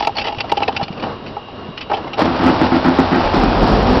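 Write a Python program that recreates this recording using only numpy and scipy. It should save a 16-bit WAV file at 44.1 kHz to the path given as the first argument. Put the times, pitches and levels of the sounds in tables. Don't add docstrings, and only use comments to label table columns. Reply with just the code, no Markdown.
import sys
import numpy as np
from scipy import signal
from scipy.fft import rfft, irfft
from scipy.io import wavfile
from scipy.ndimage import uniform_filter1d

SR = 44100
rng = np.random.default_rng(int(sys.argv[2]) if len(sys.argv) > 2 else 0)


def store_wav(level_fs):
    pcm = np.round(np.clip(np.atleast_2d(level_fs), -1, 1) * 32767)
    wavfile.write(sys.argv[1], SR, pcm.T.astype(np.int16))


N = 176400
CONTACTS_PER_S = 5000
# f/Hz, level/dB
KEY_MODES = [(1600, -8), (2050, -7), (2450, -2), (2680, 4.5), (2970, 5.5), (3360, -1.5), (3850, -3.5),
             (4300, -2), (4700, -2.5), (5200, -13.5), (5700, -20)]


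def undb(db):
    return 10 ** (np.asarray(db) / 20)


def unit(x):
    return x / np.sqrt(np.mean(x ** 2))


def column(table, index):
    rows = np.array(table)
    return np.interp(np.arange(N) / SR, rows[:, 0], rows[:, index])


def ramp(start_s, rise_s):
    return np.clip((np.arange(N) / SR - start_s) / rise_s, 0, 1)


def colour(x, points):
    hz, db = np.array(points).T
    bins_hz = np.maximum(np.arange(N // 2 + 1) * SR / N, 1)
    gain = undb(np.interp(np.log(bins_hz), np.log(hz), db))
    return unit(irfft(rfft(x) * gain, N))


def resonate(x, hz, width_hz):
    return signal.lfilter(*signal.iirpeak(hz, hz / width_hz, fs=SR), x)


def walk(rate_hz):
    hold = int(SR / rate_hz)
    steps = np.repeat(rng.standard_normal(N // hold + 1), hold)
    return unit(uniform_filter1d(uniform_filter1d(steps, hold), hold)[:N])


def clicks(per_s, spread_db, size=N):
    hits = rng.random(size) < per_s / SR
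    return hits * rng.standard_normal(size) * undb(spread_db * rng.exponential(size=size))


def add(out, start_s, x):
    i = int(start_s * SR)
    out[i:i + len(x)] += x[:N - i]


def cabin():
    # f/Hz, relative density/dB
    air_spectrum = [(15, -36.5), (25, -28.5), (90, -2), (143, -4.5), (172, -9.5), (206, -2), (1070, -10),
                    (2190, -25.5), (2750, -32.5), (3970, -27), (6000, -38), (7800, -90.5)]
    # f/Hz, rms level/dB
    pump_tones = [(1104, -50), (2772, -54), (2837, -48.5), (2902, -63), (3838, -57.5)]
    t = np.arange(N) / SR
    air = colour(rng.standard_normal(N), air_spectrum) * undb(-31 + 2.8 * walk(9.7))
    whine = sum(np.sqrt(2) * undb(db + 2.5 * walk(12)) * np.sin(2 * np.pi * hz * t)
                for hz, db in pump_tones)
    rumble = undb(-46.5 + 3 * walk(7.4)) * unit(resonate(rng.standard_normal(N), hz=35, width_hz=46))
    hiss = undb(-46.5) * unit(resonate(rng.standard_normal(N), hz=2850, width_hz=480))
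    return air + rumble + whine + hiss


def bumps():
    # t/s, level/dB, f/Hz, t60/s
    thuds = [(0.209, -29, 61.3, 0.11), (0.375, -19, 105, 0.091), (0.589, -29, 94.2, 0.11),
             (0.688, -30, 94, 0.086), (0.828, -9, 154, 0.03), (0.904, -10.5, 172, 0.032),
             (1.041, -18, 234, 0.02), (1.287, -35, 63.4, 0.078), (1.687, -18, 160, 0.066)]
    out, t = np.zeros(N), np.arange(8192) / SR
    attack = np.minimum(t / .002, 1)
    for start_s, db, hz, t60_s in thuds:
        add(out, start_s, undb(db) * np.sin(2 * np.pi * hz * t) * 1000 ** (-t / t60_s) * attack)
    return out


def rustle():
    # t/s, level/dB
    envelope = [(0.0, -27.5), (0.12, -50.5), (0.272, -47.5), (0.716, -43), (1.02, -57), (1.15, -49)]
    contacts = clicks(CONTACTS_PER_S, spread_db=1.2)
    ring = sum(undb(db) * resonate(contacts, hz, width_hz=460) for hz, db in KEY_MODES)
    fade_out = np.clip((envelope[-1][0] - np.arange(N) / SR) / .13, 0, 1)
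    return fade_out * undb(column(envelope, 1) + 2 * walk(34)) * unit(ring)


def keys():
    # t/s, knock peak/dB, jingle peak/dB, struck key f/Hz, scrape length/s
    touches = [(0.003, -10, -22, 2940, 0.0035), (0.024, -11.5, -19, 2880, 0.0061),
               (0.045, -18.5, -19.5, 2580, 0.004), (0.069, -4.5, -14.5, 2520, 0.0036),
               (0.089, -16, -59, 2670, 0.0029), (0.151, -23.5, -30, 4300, 0.0071),
               (0.167, -17.5, -17.5, 4250, 0.005), (0.181, -16.5, -13, 2770, 0.0056),
               (0.19, -27, -19.5, 4260, 0.008), (0.209, -21, -18.5, 2650, 0.0098),
               (0.236, -16, -20.5, 2030, 0.022), (0.262, -16, -18.5, 3170, 0.017),
               (0.271, -20.5, -31, 2020, 0.011), (0.322, -18.5, -27.5, 2800, 0.0038),
               (0.345, -26, -32, 2780, 0.0025), (0.382, -26.5, -21, 2570, 0.0053),
               (0.401, -18.5, -13, 2610, 0.0055), (0.439, -18.5, -37, 2880, 0.0059),
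               (0.494, -21.5, -24, 2010, 0.0043), (0.517, -3.5, -15, 2760, 0.0025),
               (0.568, -9.5, -18.5, 3050, 0.0064), (0.602, -14.5, -28.5, 3050, 0.0033),
               (0.616, -8, -24, 2810, 0.0044), (0.627, -20.5, -13.5, 2980, 0.0054),
               (0.678, -7.5, -14.5, 2580, 0.0058), (0.723, -37, -29.5, 2930, 0.0035),
               (0.745, -23.5, -37, 3100, 0.0043), (0.764, -19, -13.5, 2690, 0.0043),
               (0.793, -14.5, -39, 2880, 0.0042), (0.808, -13.5, -31, 2950, 0.0078),
               (0.827, -23, -21, 4400, 0.007), (0.88, -26, -26, 2630, 0.0049),
               (0.926, -35, -31.5, 2720, 0.0039), (0.975, -31, -31.5, 2860, 0.0037),
               (0.996, -36, -28, 2550, 0.0042), (1.021, -20.5, -26, 2870, 0.014),
               (1.032, -12.5, -32.5, 3010, 0.0047), (1.057, -18.5, -45, 2770, 0.016),
               (1.259, -42, -29, 2860, 0.014), (1.364, -15.5, -41, 2780, 0.0046),
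               (1.482, -29, -38, 2740, 0.0042), (1.772, -39, -20, 2850, 0.0092),
               (1.804, -60, -21.5, 3000, 0.013), (1.895, -15, -34, 2870, 0.01),
               (1.911, -9, -31, 2860, 0.0074), (1.931, -9.5, -20, 2990, 0.011),
               (1.966, -20, -28, 2550, 0.0088), (2.039, -24, -35, 2780, 0.0048),
               (2.063, -25, -46, 2800, 0.0066), (2.075, -45, -29.5, 2080, 0.0036),
               (2.131, -23.5, -21, 2810, 0.0078)]
    # f/Hz, level/dB
    trim_modes = [(470, -20), (690, -12), (810, 0), (900, -11), (1300, -24)]
    struck_db, scatter_db, detune, trim_lag_s = 6, 2, .018, .002
    out, t = np.zeros(N), np.arange(4096) / SR

    def excite(scrape, modes, t60_s):
        ring = 0
        for hz, db in modes:
            gain = undb(db + scatter_db * rng.standard_normal())
            ring += gain * np.sin(2 * np.pi * hz * t * (1 + detune * rng.standard_normal()))
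        hit = signal.fftconvolve(scrape, ring * 1000 ** (-t / t60_s))[:len(t)]
        return hit / np.sqrt(2 * uniform_filter1d(hit ** 2, size=256).max())

    for start_s, knock_db, jingle_db, struck_hz, length_s in touches:
        age = t / max(length_s, .002)
        scrape = clicks(CONTACTS_PER_S, spread_db=2.5, size=len(t)) * age * np.exp(-1.5 * age)
        knock = excite(scrape, trim_modes, t60_s=.05)
        jingle = excite(scrape, KEY_MODES + [(struck_hz, struck_db)], t60_s=.022)
        add(out, start_s + trim_lag_s, undb(knock_db) * knock)
        add(out, start_s, undb(jingle_db) * jingle)
    return signal.sosfilt(signal.butter(2, 300, "high", fs=SR, output="sos"), out)


def whirr():
    # t/s, f/Hz, rms level/dB
    glide = [(3.8, 216.7, -21), (3.904, 248.7, -14), (3.984, 266.6, -18.5), (4.0, 277, -37)]
    cycles = np.cumsum(column(glide, 1)) / SR
    fade_in = ramp(glide[0][0], rise_s=.03)
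    return fade_in * np.sqrt(2) * undb(column(glide, 2)) * np.sin(2 * np.pi * cycles)


def squeal():
    start_s, length_s, hz = 3.41, .14, 2490
    swell = np.sin(np.pi * ramp(start_s, length_s))
    return swell * 2 * undb(-41) * np.sin(2 * np.pi * hz * np.arange(N) / SR)


def starter():
    # t/s, level/dB, tooth rate/Hz
    cranking = [(2.168, -34, 700), (2.178, -19.5, 760), (2.198, -13.5, 770), (2.214, -11.5, 758),
                (2.234, -18.5, 710), (2.36, -20, 800), (2.5, -16, 885), (2.66, -16, 880), (2.7, -20.5, 800),
                (2.76, -15.5, 770), (2.82, -18, 800), (2.9, -16, 830), (2.96, -16, 800), (3.08, -20.5, 800),
                (3.2, -17.5, 830), (3.3, -16, 850), (3.58, -19, 690), (3.9, -17, 792.5), (4.0, -19.5, 769)]
    # f/Hz, relative density/dB
    gear_spectrum = [(24, -21), (40, -16.5), (96, -5), (141, -18.5), (312, -13.5), (623, -10.5),
                     (872, -9.5), (2100, -26.5), (2440, -25), (4870, -31), (6000, -39.5), (7800, -66.5)]
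    bass_hz, whine_db, jitter = 150, -8, .02
    rush = colour(clicks(per_s=9000, spread_db=1), gear_spectrum) * undb(walk(25))
    bass = signal.sosfiltfilt(signal.butter(2, bass_hz, fs=SR, output="sos"), rush)
    rush -= bass * (1 - ramp(start_s=2.21, rise_s=.05))
    teeth = np.cumsum(column(cranking, 2) * (1 + jitter * walk(60))) / SR
    whine = undb(whine_db + 2 * walk(30)) * np.sin(2 * np.pi * teeth)
    engaged = np.arange(N) / SR > cranking[0][0]
    return engaged * undb(column(cranking, 1)) * (rush + whine)


def strokes():
    # t/s, level/dB, hold/s, fade/(dB/s), first blow re shaft blows/dB
    compressions = [(2.213, -13.5, 0.014, 74.5, 8), (2.394, -17, 0.043, 96, -0.5),
                    (2.455, -14, 0.04, 257, 2), (2.609, -12.5, 0.022, 257, 8),
                    (2.715, -13.5, 0.038, 200, 6), (2.843, -11.5, 0.046, 216.5, 2),
                    (2.982, -10.5, 0.0095, 246, 7.5), (3.112, -11, 0.049, 285, 2),
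                    (3.336, -14.5, 0.024, 126.5, 9), (3.431, -17.5, 0.01, 265, 8)]
    # f/Hz, width/Hz, level/dB
    block_modes = [(175, 90, -5), (258, 42, 2), (340, 55, -1), (480, 200, -11), (740, 130, -6),
                   (860, 130, -6), (1300, 250, -7), (1590, 110, -11), (1850, 200, -12), (3500, 2500, -20)]
    shaft_hz, jitter, scatter_db = 85, .04, 2.5
    attack_s, soften_hz, grind_db = .004, 800, -2

    def block(x):
        return sum((-1) ** k * undb(db) * resonate(x, hz, width_hz) * np.sqrt(100 / width_hz)
                   for k, (hz, width_hz, db) in enumerate(block_modes))

    t, load = np.arange(N) / SR, np.zeros(N)
    turns = np.cumsum(shaft_hz * (1 + jitter * walk(40)) / SR).astype(int)
    blows = np.diff(turns, prepend=0) * undb(scatter_db * rng.standard_normal(N))
    for start_s, db, hold_s, fade_db_per_s, blow_db in compressions:
        load += ramp(start_s, attack_s) * undb(db - fade_db_per_s * np.maximum(t - start_s - hold_s, 0))
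        blows[int((start_s + attack_s) * SR)] = undb(blow_db)
    soft_blows = signal.lfilter(*signal.butter(1, soften_hz, fs=SR), unit(blows))
    force = soft_blows + undb(grind_db) * unit(clicks(per_s=3000, spread_db=1))
    return block(force * load) / np.std(block(force))


def engine():
    # t/s, firing rate/Hz, boom level/dB, growl level/dB
    run_up = [(3.22, 38.3, -46, -9), (3.262, 37.3, -12.5, -24), (3.338, 37.5, -44, 7.5),
              (3.394, 41, -16, -20.5), (3.436, 43.7, -23.5, -13.5), (3.488, 43.9, -16.5, -21.5),
              (3.532, 43.1, -29.5, -14.5), (3.564, 42.9, -23, -17), (3.632, 43.8, -13, -13.5),
              (3.684, 44, -37, -12.5), (3.724, 47.5, -14, -13), (3.774, 48.6, -21, -11),
              (3.852, 50, -20, -20.5), (3.872, 47.2, -28, -12), (3.916, 47.5, -16.5, -14.5),
              (3.95, 49.1, -37, -14.5), (3.976, 48, -15, -13), (4.0, 46, -39, -18)]
    # f/Hz, relative density/dB
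    growl_spectrum = [(35, -22), (60, -13), (140, -6.5), (250, -3), (297, -6), (550, -9), (606, -15.5),
                      (707, -9), (1850, -26.5), (2160, -32), (5140, -32), (6000, -41.5), (7800, -70.5)]
    jitter, puff_depth, decay_cycles = .12, .29, .75
    firings = np.cumsum(column(run_up, 1) * (1 + jitter * walk(18))) / SR
    strength = undb(-rng.standard_normal(400))[firings.astype(int)]
    boom = np.sqrt(2) * np.sin(2 * np.pi * firings) * undb(column(run_up, 2))
    puffs = strength * (1 - puff_depth + puff_depth * 2 * np.exp(-(firings % 1) / decay_cycles))
    growl = colour(puffs * rng.standard_normal(N), growl_spectrum) * undb(column(run_up, 3))
    return ramp(run_up[0][0], rise_s=.091) * boom + ramp(start_s=3.34, rise_s=.06) * growl


def scene():
    return (keys() + rustle() + bumps() + cabin() + strokes() + starter() + squeal()
            + engine() + whirr())[None]


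def record(dry):
    treble_stop_hz, ceiling, knee, top_hz = 6450, .71, 40, 15800
    dull = signal.sosfilt(signal.cheby2(16, 70, treble_stop_hz, fs=SR, output="sos"), dry)
    clipped = dull / (1 + (dull / ceiling) ** knee) ** (1 / knee)
    return signal.sosfilt(signal.ellip(8, .2, 70, top_hz, fs=SR, output="sos"), clipped)


dry = scene()
out = record(dry)
store_wav(out)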